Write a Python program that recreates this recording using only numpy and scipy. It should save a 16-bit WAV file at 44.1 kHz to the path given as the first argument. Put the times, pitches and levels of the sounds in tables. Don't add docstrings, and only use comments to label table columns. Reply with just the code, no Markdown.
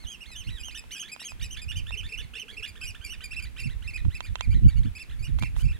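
import sys
import numpy as np
from scipy import signal
from scipy.fft import rfft, irfft, next_fast_len
from scipy.io import wavfile
from scipy.ndimage import uniform_filter1d

SR = 44100
rng = np.random.default_rng(int(sys.argv[2]) if len(sys.argv) > 2 else 0)


def materialize(psi):
    bounded = np.clip(np.atleast_2d(psi).T, -1, 1)
    quanta = np.round(bounded * 32767).astype(np.int16)
    wavfile.write(sys.argv[1], SR, quanta)


N = 255339
TIME = np.arange(N) / SR

# time in seconds, gust level in dB before trims and chance drift.
GUSTS = [(0.0, -42.5), (0.16, -61), (0.5, -39), (0.63, -49.5), (1.24, -66), (1.43, -37.5), (1.71, -46.5),
         (1.76, -31.5), (2.16, -52.5), (2.26, -38.5), (2.32, -56), (4.0, -39), (4.08, -31), (4.14, -41),
         (4.34, -37), (4.37, -51.5), (4.51, -26), (4.84, -28), (5.03, -54.5), (5.14, -36), (5.6, -36),
         (5.63, -25.5), (5.79, -37.5)]
# frequency in Hz, relative level in dB.
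RUMBLE_COLOUR = [(18, -1.5), (35, 10), (65, 10.5), (100, 2.5), (130, -8.5), (220, -52), (1500, -110)]
# frequency in Hz, relative level in dB.
FLUTTER_COLOUR = [(70, -12.5), (115, 2), (160, -6.5), (240, -16.5), (350, -29.5), (550, -52), (3000, -110)]
# time in seconds, level in dB before the slap trim.
BUFFETS = [(0.486, -41), (1.79, -47.5), (2.25, -53.5), (3.669, -34), (4.061, -36.5), (4.638, -27.5),
           (4.866, -31), (5.298, -36), (5.43, -32.5), (5.661, -36.5)]
# frequency in Hz, relative level in dB.
AIR_COLOUR = [(30, -5.5), (200, 14), (450, 0.5), (650, -2), (1200, -1), (2500, 1.5), (4500, -9),
              (6300, -11.5), (9500, -9.5), (12000, -14), (15500, -17.5)]
AIR_DB = -55.5
# frequency in Hz, strength in dB.
CALL_COLOUR = [(1300, -1.5), (2100, -1), (2600, 6.5), (3300, 2.5), (4300, -5), (5100, -8), (5600, -13),
               (6400, -3.5), (6750, -11.5), (7500, -3.5), (7900, -13), (9800, -9.5), (12000, -16.5),
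               (15000, -42)]
# a contour of (time in seconds, pitch in Hz) points,
# then overtone level in dB before the trim.
SLURS = [([(0, 2090), (.015, 2240), (.04, 2050), (.065, 1396)], -62.5), ([(.255, 1463), (.27, 2204),
         (.32, 2010), (.385, 1572)], -60.5), ([(.435, 1500), (.448, 2250), (.458, 1990), (.469, 2270),
         (.482, 1930)], -62), ([(.488, 1430), (.503, 1997), (.56, 1906), (.6, 1440)], -58.5)]
# time in seconds, strength of the push in dB.
CLICKS = [(.04, -41.5), (.305, -42), (.685, -38), (.84, -40.5), (1.163, -37), (1.217, -38.5), (1.32, -37),
          (1.908, -34), (4.051, -37.5), (4.206, -28.5), (4.356, -27.5), (4.409, -24.5), (5.388, -34),
          (5.425, -29.5), (5.435, -30.5), (5.565, -35.5)]
CLICK_REFERENCE_DB, CLICK_REFERENCE_HZ = -27.5, 4900
# frequency in Hz, level in dB, 60 dB decay time in seconds.
CASE_MODES = [(740, -39, 0.0055), (1020, -6, 0.038), (1350, 15.5, 0.0028), (2080, 1.5, 0.008),
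              (2710, 3, 0.021), (3150, -1, 0.028), (3510, 0.5, 0.02), (3900, 5, 0.0063),
              (5830, 0.5, 0.0091), (6830, 1, 0.0095)]
# crest time in seconds, nominal length in seconds,
# crest pitch in Hz, fundamental level in dB before the trim.
PEEPS = [(0.104, .097, 3250, -41.5), (0.387, 0.075, 3170, -43.5), (0.664, 0.073, 3184, -41.5),
         (.936, 0.055, 3085, -40), (1.013, 0.044, 3224, -36), (1.263, 0.046, 3287, -40.5),
         (1.434, 0.038, 2980, -45.5), (1.527, .047, 3170, -40), (1.778, 0.048, 3107, -37.5),
         (1.988, 0.043, 3095, -35), (2.192, 0.046, 3037, -39), (2.406, 0.047, 3057, -37),
         (2.643, 0.04, 2866, -37.5), (2.883, 0.05, 2923, -41.5), (3.118, 0.055, 2973, -39),
         (3.381, .045, 2713, -37), (3.65, 0.046, 2740, -38), (3.955, 0.043, 2570, -37.5),
         (4.248, 0.05, 2470, -47.5), (4.525, 0.045, 2390, -49), (5.011, 0.042, 2700, -42.5),
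         (5.432, 0.052, 2407, -41.5), (5.7, 0.045, 2684, -44.5)]
# crest time in seconds, crest pitch in Hz,
# fundamental level in dB before the trim.
KIPS = [(.223, 2888, -43), (0.487, 2870, -43.5), (.762, 3050, -43.5), (1.214, 2825, -45.5),
        (1.701, 2924, -38), (1.935, 2785, -36), (2.106, 2720, -45), (2.139, 2740, -36), (2.37, 2840, -38),
        (2.586, 2753, -38), (2.826, 2677, -40), (3.077, 2840, -48.5), (3.326, 2730, -38.5),
        (3.599, 2755, -38.5), (3.889, 2700, -38.5), (4.161, 2655, -43), (4.435, 2460, -45.5),
        (4.968, 2584, -43.5), (5.257, 2894, -43.5), (5.459, 2730, -42), (5.662, 2680, -50)]
KIP_S = .037
# time in seconds, overtone level in dB before the trim.
LEAD_OVERTONES = [(.6, -60.5), (1.05, -49), (1.9, -57.5), (2.6, -58), (2.9, -51.5), (3.1, -55), (4.0, -55),
                  (4.5, -62), (5.15, -52), (5.5, -64.5)]
RISE_SHARE, BEND_SHARE = .44, .84
# crest time in seconds, crest pitch in Hz,
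# overtone level in dB before the trim.
RASPS = [(0.123, 2515, -64.5), (0.326, 2550, -60.5), (.607, 2530, -57.5), (.785, 2626, -54.5),
         (0.973, 2573, -54.5), (1.129, 2537, -53), (1.301, 2570, -55), (1.451, 2580, -54),
         (1.628, 2525, -55.5), (1.779, 2440, -58.5), (2.687, 2450, -56.5), (2.85, 2487, -53.5),
         (3.054, 2394, -52.5), (3.248, 2440, -52.5), (3.434, 2415, -54.5), (3.61, 2380, -56.5),
         (4.69, 2330, -60.5), (4.776, 2270, -65), (5.203, 2287, -65.5), (5.236, 2490, -58.5),
         (5.642, 2380, -63.5)]
# crest time in seconds, length in seconds,
# crest pitch in Hz.
YELPS = [(0.727, 0.033, 2520), (0.927, 0.034, 2430), (1.098, 0.031, 2360), (1.244, .028, 2360),
         (1.419, 0.039, 2410), (1.586, 0.038, 2330), (2.077, 0.046, 2294), (2.234, 0.042, 2237),
         (2.385, 0.054, 2240), (2.531, 0.053, 2320), (2.668, .042, 2146), (2.772, 0.03, 1836),
         (2.961, 0.025, 1810), (3.144, 0.034, 1880), (3.23, 0.041, 1996), (3.347, 0.038, 1993),
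         (3.467, 0.033, 2050), (3.592, 0.046, 2040), (3.72, 0.047, 2046), (3.852, 0.05, 2084),
         (3.993, 0.039, 2010), (4.138, 0.059, 2034), (4.276, 0.046, 1927), (4.402, 0.031, 1985),
         (4.566, .055, 2080), (4.72, 0.053, 1976), (4.847, 0.027, 2280), (4.872, 0.036, 1764),
         (5.112, 0.031, 2100), (5.133, 0.04, 1847), (5.29, 0.038, 1925), (5.402, 0.029, 2290),
         (5.566, 0.02, 2020), (5.751, 0.06, 1924)]
# time in seconds, overtone level in dB.
YELP_EFFORT = [(.9, -60.5), (2.1, -66.5), (2.9, -64), (3.4, -66), (5.5, -70)]
# start in seconds, held pitch in Hz.
CLUCKS = [(0.748, 1820), (0.948, 1660), (1.029, 1700), (1.196, 1910), (1.412, 1897), (1.568, 1770),
          (1.713, 1780), (1.866, 1800), (2.033, 1783), (2.184, 1746), (2.337, 1755), (2.481, 1662),
          (2.627, 1714), (2.81, 1555), (3.009, 1586), (3.206, 1567), (3.393, 1540), (3.565, 1555),
          (4.362, 1574), (4.513, 1560), (4.635, 1523), (4.755, 1455), (4.976, 1750), (5.592, 1520)]
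CLUCK_S = .032
# time in seconds, overtone level in dB.
CLUCK_EFFORT = [(.7, -61), (2.6, -61), (4.4, -78), (5.6, -67.5)]
# time in seconds, level in dB.
THROBS = [(1.97, -60), (2.13, -61.5), (2.21, -64), (2.36, -63), (2.445, -57.5), (2.53, -60), (2.6, -57.5),
          (2.78, -61)]
HUM_HZ, HUM_WIDTH_HZ = 450, 71
# time in seconds, level in dB.
BRUSH_LEVEL = [(5.38, -87), (5.386, -68), (5.395, -42), (5.41, -76), (5.424, -46), (5.44, -59),
               (5.555, -78), (5.567, -55), (5.622, -47.5), (5.632, -99)]
# frequency in Hz, relative level in dB.
BRUSH_COLOUR = [(800, -3.5), (3000, -1.5), (7500, -2.5), (11000, -2), (15000, -15)]
# frequency in Hz, left minus right level in dB.
BIRD_BALANCE = [(1500, -4), (2200, -4), (3000, -9.5), (4200, -4.5), (5000, -1.5), (6200, 5), (6700, -5),
                (7400, 15), (7850, 3), (8200, 3), (9000, 0.5)]
# frequency in Hz, lead of the left in radians.
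BIRD_PHASE = [(1500, 0.32), (2700, -0.39), (3200, -0.058), (5000, 1.28), (7300, 0.84), (7700, -0.83),
              (9500, -0.11), (15000, 0.64)]
CUTOFF_HZ = 15900


def from_db(db):
    return 10 ** (np.asarray(db) / 20)


def at_hz(points, hz):
    f, value = np.transpose(points)
    return np.interp(np.log(hz + 1e-9), np.log(f), value)


def at_time(points, s):
    return np.interp(s, *np.transpose(points))


def filtered(x, response):
    size = next_fast_len(N + SR // 2)
    hz = np.arange(size // 2 + 1) * SR / size
    return irfft(rfft(x, size) * response(hz), size)[..., :N]


def panned(right_db):
    half_db = .5 * np.atleast_1d(right_db)
    gains = from_db(np.array([-half_db, half_db]))
    return gains / np.sqrt(np.mean(gains ** 2, axis=0))


def noise(spectrum, alike):
    white = rng.standard_normal((2, N))
    mid, side = filtered(white, lambda hz: from_db(at_hz(spectrum, hz)))
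    both = np.sqrt(1 + alike) * mid + np.sqrt(1 - alike) * side * [[1], [-1]]
    return both / both.std()


def drift(width_hz):
    slow = filtered(rng.standard_normal(N), lambda hz: np.exp(-(hz / width_hz) ** 2))
    return slow / slow.std()


def add(out, start_s, sound):
    first = round(start_s * SR)
    sound = sound[max(-first, 0):N - first]
    first = max(first, 0)
    out[first:first + len(sound)] += sound


def wind(rumble_db=5.0, flutter_db=-3.0, right_db=6.0, eddy_s=0.0366, growth=0.3,
         gustiness_db=5.0, buffet_s=0.017, buffet_db=8.5):
    def eddies(spectrum):
        lumps = noise(spectrum, alike=-0.72)
        power = uniform_filter1d(np.mean(lumps ** 2, axis=0), int(eddy_s * SR))
        return lumps / np.sqrt(power)

    gust = at_time(GUSTS, TIME) + gustiness_db * drift(width_hz=22.0)
    flutter = from_db(gust + flutter_db + growth * (gust - gust.max()))
    slaps = sum(from_db(db + buffet_db) * np.exp(-((TIME - s) / buffet_s) ** 2) for s, db in BUFFETS)
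    rumble = from_db(gust + rumble_db) * eddies(RUMBLE_COLOUR)
    return panned(right_db) * (rumble + (flutter + slaps) * eddies(FLUTTER_COLOUR))


def background():
    return from_db(AIR_DB) * noise(AIR_COLOUR, alike=0.025)


def note(pitch, fundamental_db, overtone_db, octave_db, attack_s, release_s,
         jitter=0.0082, shimmer_db=3.0, waver_s=0.002814, blare=0.31):
    t = np.arange(len(pitch)) / SR
    knots = rng.standard_normal((2, 99))
    pitch_waver, level_waver = [np.interp(t / waver_s, np.arange(99), row) for row in knots]
    order = np.arange(1, 9)[:, None]
    hz = order * pitch * (1 + jitter * pitch_waver)
    colour = at_hz(CALL_COLOUR, hz)
    lift = np.where(order == 1, fundamental_db - colour[0].mean(), overtone_db - colour[1:4].mean())
    lift = lift + octave_db * (order == 2)
    attack = np.sin(np.pi / 2 * np.clip(t / attack_s, 0, 1))
    release = np.sin(np.pi / 2 * np.clip((t[-1] - t) / release_s, 0, 1))
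    swell = (attack * release) ** (1 + blare * (order - 1))
    strength = from_db(colour + lift + shimmer_db * level_waver) * swell
    partials = np.sin(2 * np.pi * np.cumsum(hz, axis=1) / SR)
    return np.sum(strength * partials * (hz < SR / 2), axis=0)


def slurs(level_db=-5.0, fundamental_db=8, octave_db=11):
    out = np.zeros(N)
    for contour, db in SLURS:
        s, hz = np.transpose(contour)
        pitch = np.interp(np.arange(s[0], s[-1], 1 / SR), s, hz)
        pitch = uniform_filter1d(pitch, size=350)
        add(out, s[0], note(pitch, db + fundamental_db, db, octave_db, attack_s=0.0022, release_s=0.013))
    return from_db(level_db) * out


def case_clicks(left_db=-15, softening=1.35, low_hz=620, top_hz=7500):
    force, t = np.zeros(N), np.arange(SR // 20) / SR
    for s, db in CLICKS:
        corner_hz = CLICK_REFERENCE_HZ * from_db(softening * (db - CLICK_REFERENCE_DB))
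        push = np.exp(-2 * np.pi * corner_hz * t)
        add(force, s, from_db(db) * push / push.sum())
    ring = sum(from_db(db - 60 * t / t60) * np.sin(2 * np.pi * hz * t) for hz, db, t60 in CASE_MODES)
    clicks = signal.fftconvolve(force, ring)[:N]
    band = signal.butter(2, [low_hz, top_hz], "band", fs=SR, output="sos")
    return signal.sosfilt(band, clicks) * np.array([[-from_db(left_db)], [1]])


def arch(crest_hz, rise_s, fall_s, bend_s):
    from_crest_s = np.arange(-rise_s, fall_s, 1 / SR)
    return crest_hz * np.exp(-.5 * (from_crest_s / bend_s) ** 2)


def piping(level_db=1.0, octave_db=5.5, lead_s=0.0043, trail_s=0.0084):
    out = np.zeros(N)
    kips = [(crest, KIP_S, hz, db) for crest, hz, db in KIPS]
    for crest, length, hz, db in list(PEEPS) + kips:
        rise = RISE_SHARE * length + lead_s
        fall = (1 - RISE_SHARE) * length + trail_s
        pitch = arch(hz, rise, fall, BEND_SHARE * length)
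        overtone_db = at_time(LEAD_OVERTONES, crest)
        add(out, crest - rise, note(pitch, db, overtone_db, octave_db, attack_s=0.014, release_s=0.026))
    return from_db(level_db) * out


def rasps(level_db=4.5, rise_s=.0135, fall_s=0.026, bend_s=.046, fundamental_db=7.0, octave_db=4.0):
    out = np.zeros(N)
    for crest, hz, db in RASPS:
        pitch = arch(hz, rise_s, fall_s, bend_s)
        pip = note(pitch, db + fundamental_db, db, octave_db, attack_s=0.0067, release_s=0.022)
        add(out, crest - rise_s, pip)
    return from_db(level_db) * out


def yelps(rise_share=.6, bend_share=.62, fundamental_db=13.0, octave_db=9):
    out = np.zeros(N)
    for crest, length, hz in YELPS:
        db = at_time(YELP_EFFORT, crest)
        rise = rise_share * length
        pitch = arch(hz, rise, length - rise, bend_share * length)
        yelp = note(pitch, db + fundamental_db, db, octave_db, attack_s=0.0019, release_s=0.0063)
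        add(out, crest - rise, yelp)
    return out


def clucks(scoop=.72, flick=1.04, edge_s=0.0034, fundamental_db=10, octave_db=12):
    out = np.zeros(N)
    progress = np.arange(-edge_s, CLUCK_S + edge_s, 1 / SR) / CLUCK_S
    shape = np.interp(progress, [0, .2, .4, .72, 1], [scoop, .94, 1, .97, flick])
    shape = uniform_filter1d(shape, size=200)
    for start, hz in CLUCKS:
        db = at_time(CLUCK_EFFORT, start)
        cluck = note(hz * shape, db + fundamental_db, db, octave_db, attack_s=0.007, release_s=0.0012)
        add(out, start - edge_s, cluck)
    return out


def throbs(between_db=-76, swell_s=0.018):
    swells = sum(from_db(db) * np.exp(-((TIME - s) / swell_s) ** 2) for s, db in THROBS)
    white = rng.standard_normal(N)
    hum = filtered(white, lambda hz: 1 / (1 + (2 * (hz - HUM_HZ) / HUM_WIDTH_HZ) ** 2))
    return (from_db(between_db) + swells) * hum / hum.std()


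def brush():
    return from_db(at_time(BRUSH_LEVEL, TIME)) * noise(BRUSH_COLOUR, alike=0.13)


def shore(x, near_db=-12, near_t60=0.18, far_db=-12, far_t60=0.3, dull_hz=4500, echo_s=0.013, echo_db=-11):
    t = np.arange(SR // 2) / SR

    def scatter(t60):
        grains = rng.standard_normal((3, len(t))) * from_db(-60 * t / t60) * (t > .002)
        echoes = grains[0] + .5 * grains[1:]
        echoes = echoes / np.sqrt(np.sum(echoes ** 2) / 2)
        return signal.fftconvolve(x[None], echoes, axes=1)[:, :N]

    wet = from_db(near_db) * scatter(near_t60) + from_db(far_db) * scatter(far_t60)
    wet = wet + from_db(echo_db) * np.interp(TIME - echo_s, TIME, x, left=0)
    return x + filtered(wet, lambda hz: 1 / np.hypot(1, (hz / dull_hz) ** 2))


def ports(x):
    def response(hz):
        turn = np.exp(.5j * at_hz(BIRD_PHASE, hz) * [[1], [-1]])
        return panned(-at_hz(BIRD_BALANCE, hz)) * turn

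    return filtered(x, response)


def scene():
    birds = slurs() + piping() + rasps() + yelps() + clucks()
    return wind() + background() + ports(shore(birds)) + case_clicks() + throbs() + brush()


def record(dry):
    return signal.sosfilt(signal.ellip(10, .2, 80, CUTOFF_HZ, fs=SR, output="sos"), dry)


dry = scene()
out = record(dry)
materialize(out)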